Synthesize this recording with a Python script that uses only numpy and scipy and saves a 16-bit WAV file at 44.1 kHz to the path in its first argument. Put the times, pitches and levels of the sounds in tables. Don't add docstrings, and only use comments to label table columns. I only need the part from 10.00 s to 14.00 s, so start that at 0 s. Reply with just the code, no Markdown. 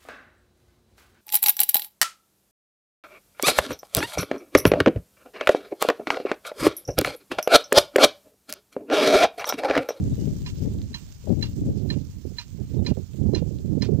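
import sys
import numpy as np
from scipy import signal
from scipy.fft import rfft, irfft
from scipy.io import wavfile
from scipy.ndimage import uniform_filter1d, map_coordinates

SR = 44100
rng = np.random.default_rng(int(sys.argv[2]) if len(sys.argv) > 2 else 0)


def unload_wav(signal):
    wavfile.write(
        sys.argv[1],
        SR,
        np.round(np.clip(np.atleast_2d(signal).T, -1, 1) * 32767).astype(np.int16),
    )


def boost_factor(decibels):
    exponent = np.asarray(decibels, float) / 20
    return 10 ** exponent


N = 176400

# start_s, level_db, tilt_db_per_octave, main_ring_db, barrel_ring_db
BLOWS = [
    (0.4612, -34, -7, -7, 6.5),
    (0.9421, -33, -2.5, 0, -1),
    (1.4252, -29.5, -2, 3.5, -1),
    (1.9012, -33.5, -5, 5, 3.5),
    (2.3841, -30.5, -4.5, 3.1, -0.36),
    (2.8632, -30, 3, -2.5, 1.5),
    (3.3472, -30.5, 0, 1.2, 2.5),
    (3.8203, -28.5, -1.5, -3, -4),
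]
EARLIER_BLOW = (-0.08, -30.5, -9, -6, 4)
# lead_s, level_db
TOUCHES = [
    (.012, -50),
    (0.011, -56),
    (.012, -49),
    (.014, -47.5),
    (.011, -47),
    (0.014, -51),
    (0.015, -49),
    (.013, -50),
    (0.0066, -49.5),
]
# pitch_hz, blow_db, chatter_db, t60_s
ARM_MODES = [(987, -26, 2, 0.033), (1522, -28.5, -21, 0.023), (1783, -8, -23, 0.0271),
             (2123, -4.5, -3.5, 0.011), (3134, -17.5, -13, 0.064), (3410, -18.5, -24, 0.063),
             (4734, -9, -7, 0.02), (5100, -8.5, -10.5, 0.034), (6078, -11.5, -13, 0.049),
             (7260, -15, -25, 0.012)]
MAIN_RING = (4098.5, 7.5, -13, 0.0589)
BARREL_MODES = [(2440, -19.5, -9, 0.13), (2799.6, -22.5, -6.5, 0.16), (5480, -27, -19, 0.16)]
# freq_hz, density_db_per_hz
SPLASH_SPECTRUM = [(600, -24.5), (1000, -1.5), (1300, -3.5), (2600, 2), (4500, 5), (7000, -4),
                   (10000, -25.5), (14500, -16)]
# time_s, lag_s
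GUN_LEFT_LAG = [(0, 0.000097), (4, 0.0000083)]
# time_s, level_db
SPRAY_LEVEL = [(0, -48.5), (.3, -46.5), (.7, -49), (1.2, -48.5), (2, -51), (3, -51.5), (4, -53)]
# freq_hz, density_db_per_hz
SPRAY_LEFT = [(500, -9.5), (2200, -10.5), (6000, -15.5), (8000, -20.5), (11000, -29.5), (13000, -32),
              (14300, -26), (15200, -26)]
SPRAY_RIGHT = [(600, -2), (1600, -7), (4000, -1.5), (7200, 1), (9500, -13), (11000, -16.5), (13300, -10.5),
               (14800, -3)]
# start_s, level_db, pitch_hz
DROPS = [(0.0406, -32, 6340), (0.0977, -34.5, 6730), (0.1456, -36, 4140), (0.42, -36, 4800),
         (0.5312, -45, 5720), (0.558, -41, 3740), (0.7385, -37, 7320), (0.8765, -40, 5670),
         (0.9068, -39, 5960), (0.7869, -38, 3940), (0.8172, -31, 4210), (1.0515, -50, 5450),
         (1.066, -38, 5850), (1.1246, -31.5, 6000), (1.2565, -38, 7330), (1.294, -37, 4100),
         (1.338, -44.5, 4150), (1.486, -43, 4200), (1.532, -41, 4190), (1.776, -37, 7200),
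         (2.074, -44, 6520), (2.4817, -38.5, 5890), (2.6005, -40, 5460), (2.7464, -40.5, 3950),
         (2.9375, -48, 6300), (3.1344, -42.5, 3370), (3.2301, -45, 3180), (3.5868, -38.5, 3900),
         (3.9285, -49.5, 5590)]
# time_s, level_db
WIND_LEFT = [(0.01, -23.5), (0.39, -27), (1.19, -44), (1.33, -20.5), (1.57, -39), (1.69, -19), (1.85, -59),
             (1.93, -36), (1.99, -59), (2.09, -35.5), (2.25, -54), (2.89, -41), (2.97, -51.5), (3.33, -47),
             (3.45, -65), (3.59, -34), (3.83, -53), (3.99, -57)]
WIND_RIGHT = [(0.01, -23), (0.07, -21.5), (0.17, -31.5), (0.61, -32), (0.75, -24.5), (1.21, -45),
              (1.39, -43), (1.59, -24), (1.97, -21), (2.11, -38.5), (2.25, -26), (2.43, -41.5), (2.81, -14),
              (2.91, -13), (3.09, -41.5), (3.25, -17), (3.59, -27), (3.99, -16)]
# centre_s, extra_db, half_length_s
BUFFETS_LEFT = [(0.259, 6.5, 0.03), (0.662, 12.5, 0.046), (0.795, 8, 0.024), (0.918, 10, 0.011),
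                (0.99, -14, 0.02), (1.307, 12.5, 0.017), (1.455, 7, 0.061), (2.29, -4, 0.037),
                (2.595, -13, 0.019), (2.643, 9, 0.027), (3.694, -2, 0.025)]
BUFFETS_RIGHT = [(0.329, 8, 0.0121), (.89, -3.5, 0.026), (1.13, -4, 0.019), (2.234, -12.5, 0.014),
                 (2.254, 14.5, 0.005), (2.62, 6.5, 0.016), (2.688, -9.5, 0.038), (2.858, -9, 0.03),
                 (2.921, 8.5, 0.0036), (2.947, -17.5, 0.013), (3.16, 3, 0.048), (3.732, 6.5, 0.021),
                 (3.976, -6.5, 0.0082)]
# freq_hz, density_db_per_hz
EDDIES = [(20, -32), (43, -4.5), (90, 3.5), (200, -4), (300, -11.5), (450, -24), (650, -34.5), (1200, -74)]
# start_s, level_db, left_minus_right_db, eddy_pitch_hz
SLAPS = [(0.074, -31, -8.5, 261), (0.103, -36, 5.5, 261), (0.175, -26, 18.5, 314), (0.218, -30, 14.5, 266),
         (0.269, -26, 12.5, 297), (0.521, -46, 9.0, 326), (0.581, -36.5, 13.5, 315),
         (0.624, -27.5, 14.0, 261), (0.646, -29.5, 13.0, 306), (0.732, -41, -14.5, 310),
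         (0.766, -42, 1.5, 382), (1.239, -43, 15.5, 347), (1.27, -29, 31.5, 441), (1.29, -20.5, 42.5, 340),
         (1.582, -27, -6.5, 260), (1.613, -20.5, 6.0, 264), (1.683, -24.5, 15.5, 296),
         (1.79, -30, -28.0, 261), (1.816, -32.5, -37.0, 258), (1.847, -33, -38.5, 328),
         (1.978, -41, -34.0, 296), (2.062, -41, -16.5, 318), (2.246, -30.5, -37.0, 264),
         (2.313, -36.5, -28.5, 364), (2.59, -36.5, -31.0, 272), (2.712, -34.5, -23.0, 294),
         (2.764, -21, -48.0, 277), (2.853, -31, -26.0, 339), (2.883, -24, -30.5, 313),
         (2.908, -22, -45.5, 372), (2.955, -39.5, -32.5, 371), (2.97, -27, -41.5, 417),
         (2.996, -32, -35.0, 260), (3.14, -39, -27.5, 354), (3.282, -23, -43.5, 263),
         (3.332, -18, -37.0, 333), (3.359, -21, -32.0, 272), (3.42, -23, -50.0, 341),
         (3.474, -31.5, -40.0, 320), (3.506, -33.5, -23.0, 277), (3.599, -38, -18.5, 334),
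         (3.676, -38, -18.5, 261), (3.702, -36, -35.5, 261), (3.769, -18.5, -50.0, 324),
         (3.824, -23, -28.5, 291), (3.885, -18, -48.0, 338), (3.919, -21, -51.5, 331),
         (3.969, -26.5, -42.5, 262)]
# start_s, length_s, start_hz, end_hz, level_db
BIRD = [
    (.113, .035, 4000, 3500, -55),
    (.165, .09, 2930, 2850, -59),
    (2.768, .045, 3900, 3600, -60),
    (2.815, .12, 3050, 2830, -61),
]

BLOW_RISE_S, BLOW_DB, SPREAD_DB = 0.006, 4.5, 4.5
REBOUND_S, REBOUND_DB = 0.0045, -3.5
MAIN_REBOUND_LOSS_DB = 12
CHATTER_PER_S, CHATTER_DB, CHATTER_START_S, CHATTER_T60_S = 2500, -18.5, 0.012, 0.094
SPLASH_DB, SPLASH_T60_S, SPLASH_LEAD_DB, SPLASH_HOLD_S = -13, 0.1, -11, 0.042
GUN_LEFT_DB, GUN_LEFT_CUT_HZ, GUN_RIGHT_DB = -2.5, 1770, -0.5
PATCHY_DB, PATTER_PER_S, PATTER_SIZE_DB, PATTER_DB = 1.35, 400, 3.5, -5
DROP_T60_CYCLES, DROP_DB, DROP_LEFT_DB = 10, 3, -9
BRIGHTEN_DB_PER_OCT, MEAN_WIND_DB = 0.2566, -26.5
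LUMPS_DB, LUMPS_HZ, LUMP_TILT_PER_OCT, OWN_DB = 2, 42.3, 0.37, 1.3
EVEN_CYCLES, EVEN_SHARE = 4.97, 0.5
SLAP_DB, SLAP_T60_S, SLAP_RISE_S = 0.14, 0.038, 0.0044
SLAP_LOW_RATIO, SLAP_HIGH_RATIO = 0.43, 1.436
BIRD_LEFT_DB = -9
LIMIT_DB, LIMIT_SHARE, RECOVER_DB_PER_S, CUTOFF_HZ = -9, 0.6, 150, 15900


def in_time(rows):
    return np.interp(np.arange(N) / SR, *np.transpose(rows))


def at_hz(points, hz):
    table_hz, db = np.transpose(points)
    return np.interp(np.log(hz), np.log(table_hz), db)


def rms_one(x):
    return x / np.sqrt(np.mean(x ** 2) + 1e-20)


def drift(rate_hz):
    pole = np.exp(-2 * np.pi * rate_hz * 20 / SR)
    noise = rng.standard_normal(N // 20 + 2002)
    slow = signal.lfilter([1], [1, -2 * pole, pole * pole], noise)[2000:]
    return np.interp(np.arange(N) / 20, np.arange(len(slow)), rms_one(slow))


def ring(clicks, hz, t60_s):
    r, w = boost_factor(-60 / (t60_s * SR)), 2 * np.pi * hz / SR
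    return signal.lfilter([0, np.sin(w)], [1, -2 * r * np.cos(w), r * r], clicks + 1e-18)


def band_pass(x, order, low_hz, high_hz):
    return signal.sosfilt(signal.butter(order, [low_hz, high_hz], "band", fs=SR, output="sos"), x)


def bank(sources, low_hz, count):
    edges = low_hz * 2 ** (np.arange(count + 1) / 2)
    return [(np.sqrt(low * high), band_pass(sources[k % 2], 3, low, high)[-N:])
            for k, (low, high) in enumerate(zip(edges, edges[1:]))]


def coloured(x, spectrum):
    size = x.shape[-1]
    gain = boost_factor(at_hz(spectrum, np.fft.rfftfreq(size, 1 / SR) + 1))
    return irfft(rfft(x) * gain, size)


def arm():
    lead = SR // 10
    blows = np.array([EARLIER_BLOW] + list(BLOWS))
    at = (blows[:, 0] * SR).astype(int) + lead
    t = np.arange(SR // 5) / SR
    after, barrel, wet, out = np.zeros((4, N + 2 * lead + len(t)))
    size = int(BLOW_RISE_S * SR)
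    touches = [(int(lead_s * SR), db) for lead_s, db in TOUCHES]

    for i, (_, db, _, _, barrel_db), (early, _) in zip(at, blows, touches):
        barrel[i - size:i + len(t)] = boost_factor(barrel_db)
        shared = boost_factor(0.5 * db - 12)
        after[i:i + len(t)] += shared * boost_factor(-60 * t / CHATTER_T60_S) * np.clip(t / CHATTER_START_S, 0, 1)
        late_s = np.maximum(t - SPLASH_HOLD_S, 0)
        wet[i:i + len(t)] += shared * boost_factor(-100 * t - 60 * late_s / SPLASH_T60_S)
        wet[i - early:i] += shared * boost_factor(SPLASH_LEAD_DB)

    chatter = after * (rng.random(len(after)) < CHATTER_PER_S / SR)
    rebounds = (REBOUND_S * SR * rng.uniform(0.684, 1.3, len(at))).astype(int)
    for mode in ARM_MODES + [MAIN_RING] + BARREL_MODES:
        hz, blow_db, chatter_db, t60_s = mode
        is_main = mode is MAIN_RING
        clicks = chatter * rng.standard_normal(len(after)) * boost_factor(CHATTER_DB + chatter_db)
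        push = np.hanning(size) * np.cos(2 * np.pi * hz * np.arange(size) / SR) * 4 / size
        for i, (_, db, tilt_db, main_db, _), later, (early, touch_db) in zip(
                at - size // 3, blows, rebounds, touches):
            hit_db, first_db, back_db = rng.normal(0, SPREAD_DB, 3)
            if is_main:
                hit_db, first_db, back_db = 0, 0, -MAIN_REBOUND_LOSS_DB
            level_db = db + BLOW_DB + blow_db + tilt_db * np.log2(hz / 3000) + main_db * is_main
            hit = push * boost_factor(level_db)
            clicks[i:i + size] += hit * boost_factor(hit_db)
            clicks[i + later:i + later + size] += hit * boost_factor(REBOUND_DB + back_db)
            clicks[i - early:][:size] += push * boost_factor(touch_db + blow_db + first_db)
        out += ring(clicks * (barrel if mode in BARREL_MODES else 1), hz, t60_s)

    grain_gain = boost_factor(3 * rng.standard_normal(len(out) // 64 + 1)).repeat(64)[:len(out)]
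    grains = rng.standard_normal(len(out)) * grain_gain
    splash = rms_one(coloured(grains, SPLASH_SPECTRUM)) * wet * boost_factor(SPLASH_DB)
    return (out + splash)[lead:lead + N]


def shaded(x):
    late = map_coordinates(x, [np.arange(N) - in_time(GUN_LEFT_LAG) * SR], order=3)
    return boost_factor(GUN_LEFT_DB) * signal.lfilter(*signal.butter(1, GUN_LEFT_CUT_HZ, fs=SR), late)


def spray(colour):
    sizes = boost_factor(PATTER_SIZE_DB * np.minimum(rng.exponential(1, (2, N)), 5))
    signed = sizes * rng.choice([-1, 1], (2, N))
    patter = rms_one(signed * (rng.random((2, N)) < PATTER_PER_S / SR))
    hiss = rng.standard_normal((2, N))
    together = drift(25)
    bands = bank(coloured(hiss + boost_factor(PATTER_DB) * patter, colour), 400, count=11)
    patchy = sum(band * boost_factor(PATCHY_DB * (together + drift(9.7))) for _, band in bands)
    return boost_factor(in_time(SPRAY_LEVEL)) * patchy


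def drops():
    t = np.arange(400) / SR
    out = np.zeros(N + len(t))
    for start_s, db, hz in DROPS:
        decay = boost_factor(db + DROP_DB - 60 * t * hz / DROP_T60_CYCLES)
        out[int(start_s * SR):][:len(t)] += decay * np.sin(2 * np.pi * hz * t * (1 + 40 * t))
    return out[:N]


def wind(gusts, buffets):
    t = np.arange(N) / SR
    level_db = in_time(gusts)
    for centre_s, extra_db, half_s in buffets:
        level_db = level_db + extra_db * np.exp(-0.5 * ((t - centre_s) / half_s) ** 2)
    lumps = LUMPS_DB * drift(LUMPS_HZ)
    lumps = lumps - uniform_filter1d(lumps, size=SR // 12)
    out, power = 0, 0
    for hz, band in bank(rng.standard_normal((2, N + SR // 4)), 18, count=13):
        swell = uniform_filter1d(band ** 2, size=int(EVEN_CYCLES * SR / hz)) / np.mean(band ** 2) + 1e-3
        band = band * swell ** (-EVEN_SHARE / 2)
        octaves = np.log2(hz / 100)
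        db = at_hz(EDDIES, hz) + BRIGHTEN_DB_PER_OCT * (level_db - MEAN_WIND_DB) * octaves
        lump_db = lumps * (1 + LUMP_TILT_PER_OCT * octaves) + OWN_DB * drift(9.5)
        out = out + band * boost_factor(db + lump_db)
        power = power + boost_factor(2 * db) * np.mean(band ** 2)
    return out / np.sqrt(power) * boost_factor(level_db - 1.0)


def slaps():
    t = np.arange(SR // 10) / SR
    out = np.zeros((2, N + len(t)))
    shape = boost_factor(-60 * t / SLAP_T60_S) * np.clip(t / SLAP_RISE_S, 0, 1)
    for start_s, db, pan_db, hz in SLAPS:
        noise = rng.standard_normal(len(t))
        puff = band_pass(shape * noise, 4, SLAP_LOW_RATIO * hz, SLAP_HIGH_RATIO * hz)
        port = int(pan_db < 0)
        out[port, int(start_s * SR):][:len(t)] += boost_factor(db + SLAP_DB) * 2 * puff / np.abs(puff).max()
    return out[:, :N]


def bird():
    out = np.zeros(N)
    for start_s, length_s, start_hz, end_hz, db in BIRD:
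        size = int(length_s * SR)
        phase = 2 * np.pi * np.cumsum(np.linspace(start_hz, end_hz, size)) / SR
        out[int(start_s * SR):][:size] += boost_factor(db) * np.hanning(size) ** 0.5 * np.sin(phase)
    return out


def scene():
    gun, ticks, song = arm(), drops(), bird()
    left = shaded(gun) + spray(SPRAY_LEFT) + boost_factor(DROP_LEFT_DB) * ticks
    left = left + wind(WIND_LEFT, BUFFETS_LEFT) + boost_factor(BIRD_LEFT_DB) * song
    right = boost_factor(GUN_RIGHT_DB) * (gun + ticks) + spray(SPRAY_RIGHT)
    right = right + wind(WIND_RIGHT, BUFFETS_RIGHT) + song
    return np.array([left, right]) + slaps()


def roll_off(x):
    return signal.sosfilt(signal.butter(12, 16790, fs=SR, output="sos"), x)


def record(dry):
    slope = RECOVER_DB_PER_S * np.arange(N) / SR
    over_db = np.maximum(20 * np.log10(np.abs(dry) + 1e-9) - LIMIT_DB, 0)
    held_db = np.maximum.accumulate(over_db + slope, axis=1) - slope
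    duck = boost_factor(-LIMIT_SHARE * uniform_filter1d(held_db, size=128, axis=1))
    low_passed = signal.sosfilt(signal.cheby2(16, 50, CUTOFF_HZ, fs=SR, output="sos"), dry)
    return roll_off(low_passed * duck)


dry = scene()
out = record(dry)
unload_wav(out)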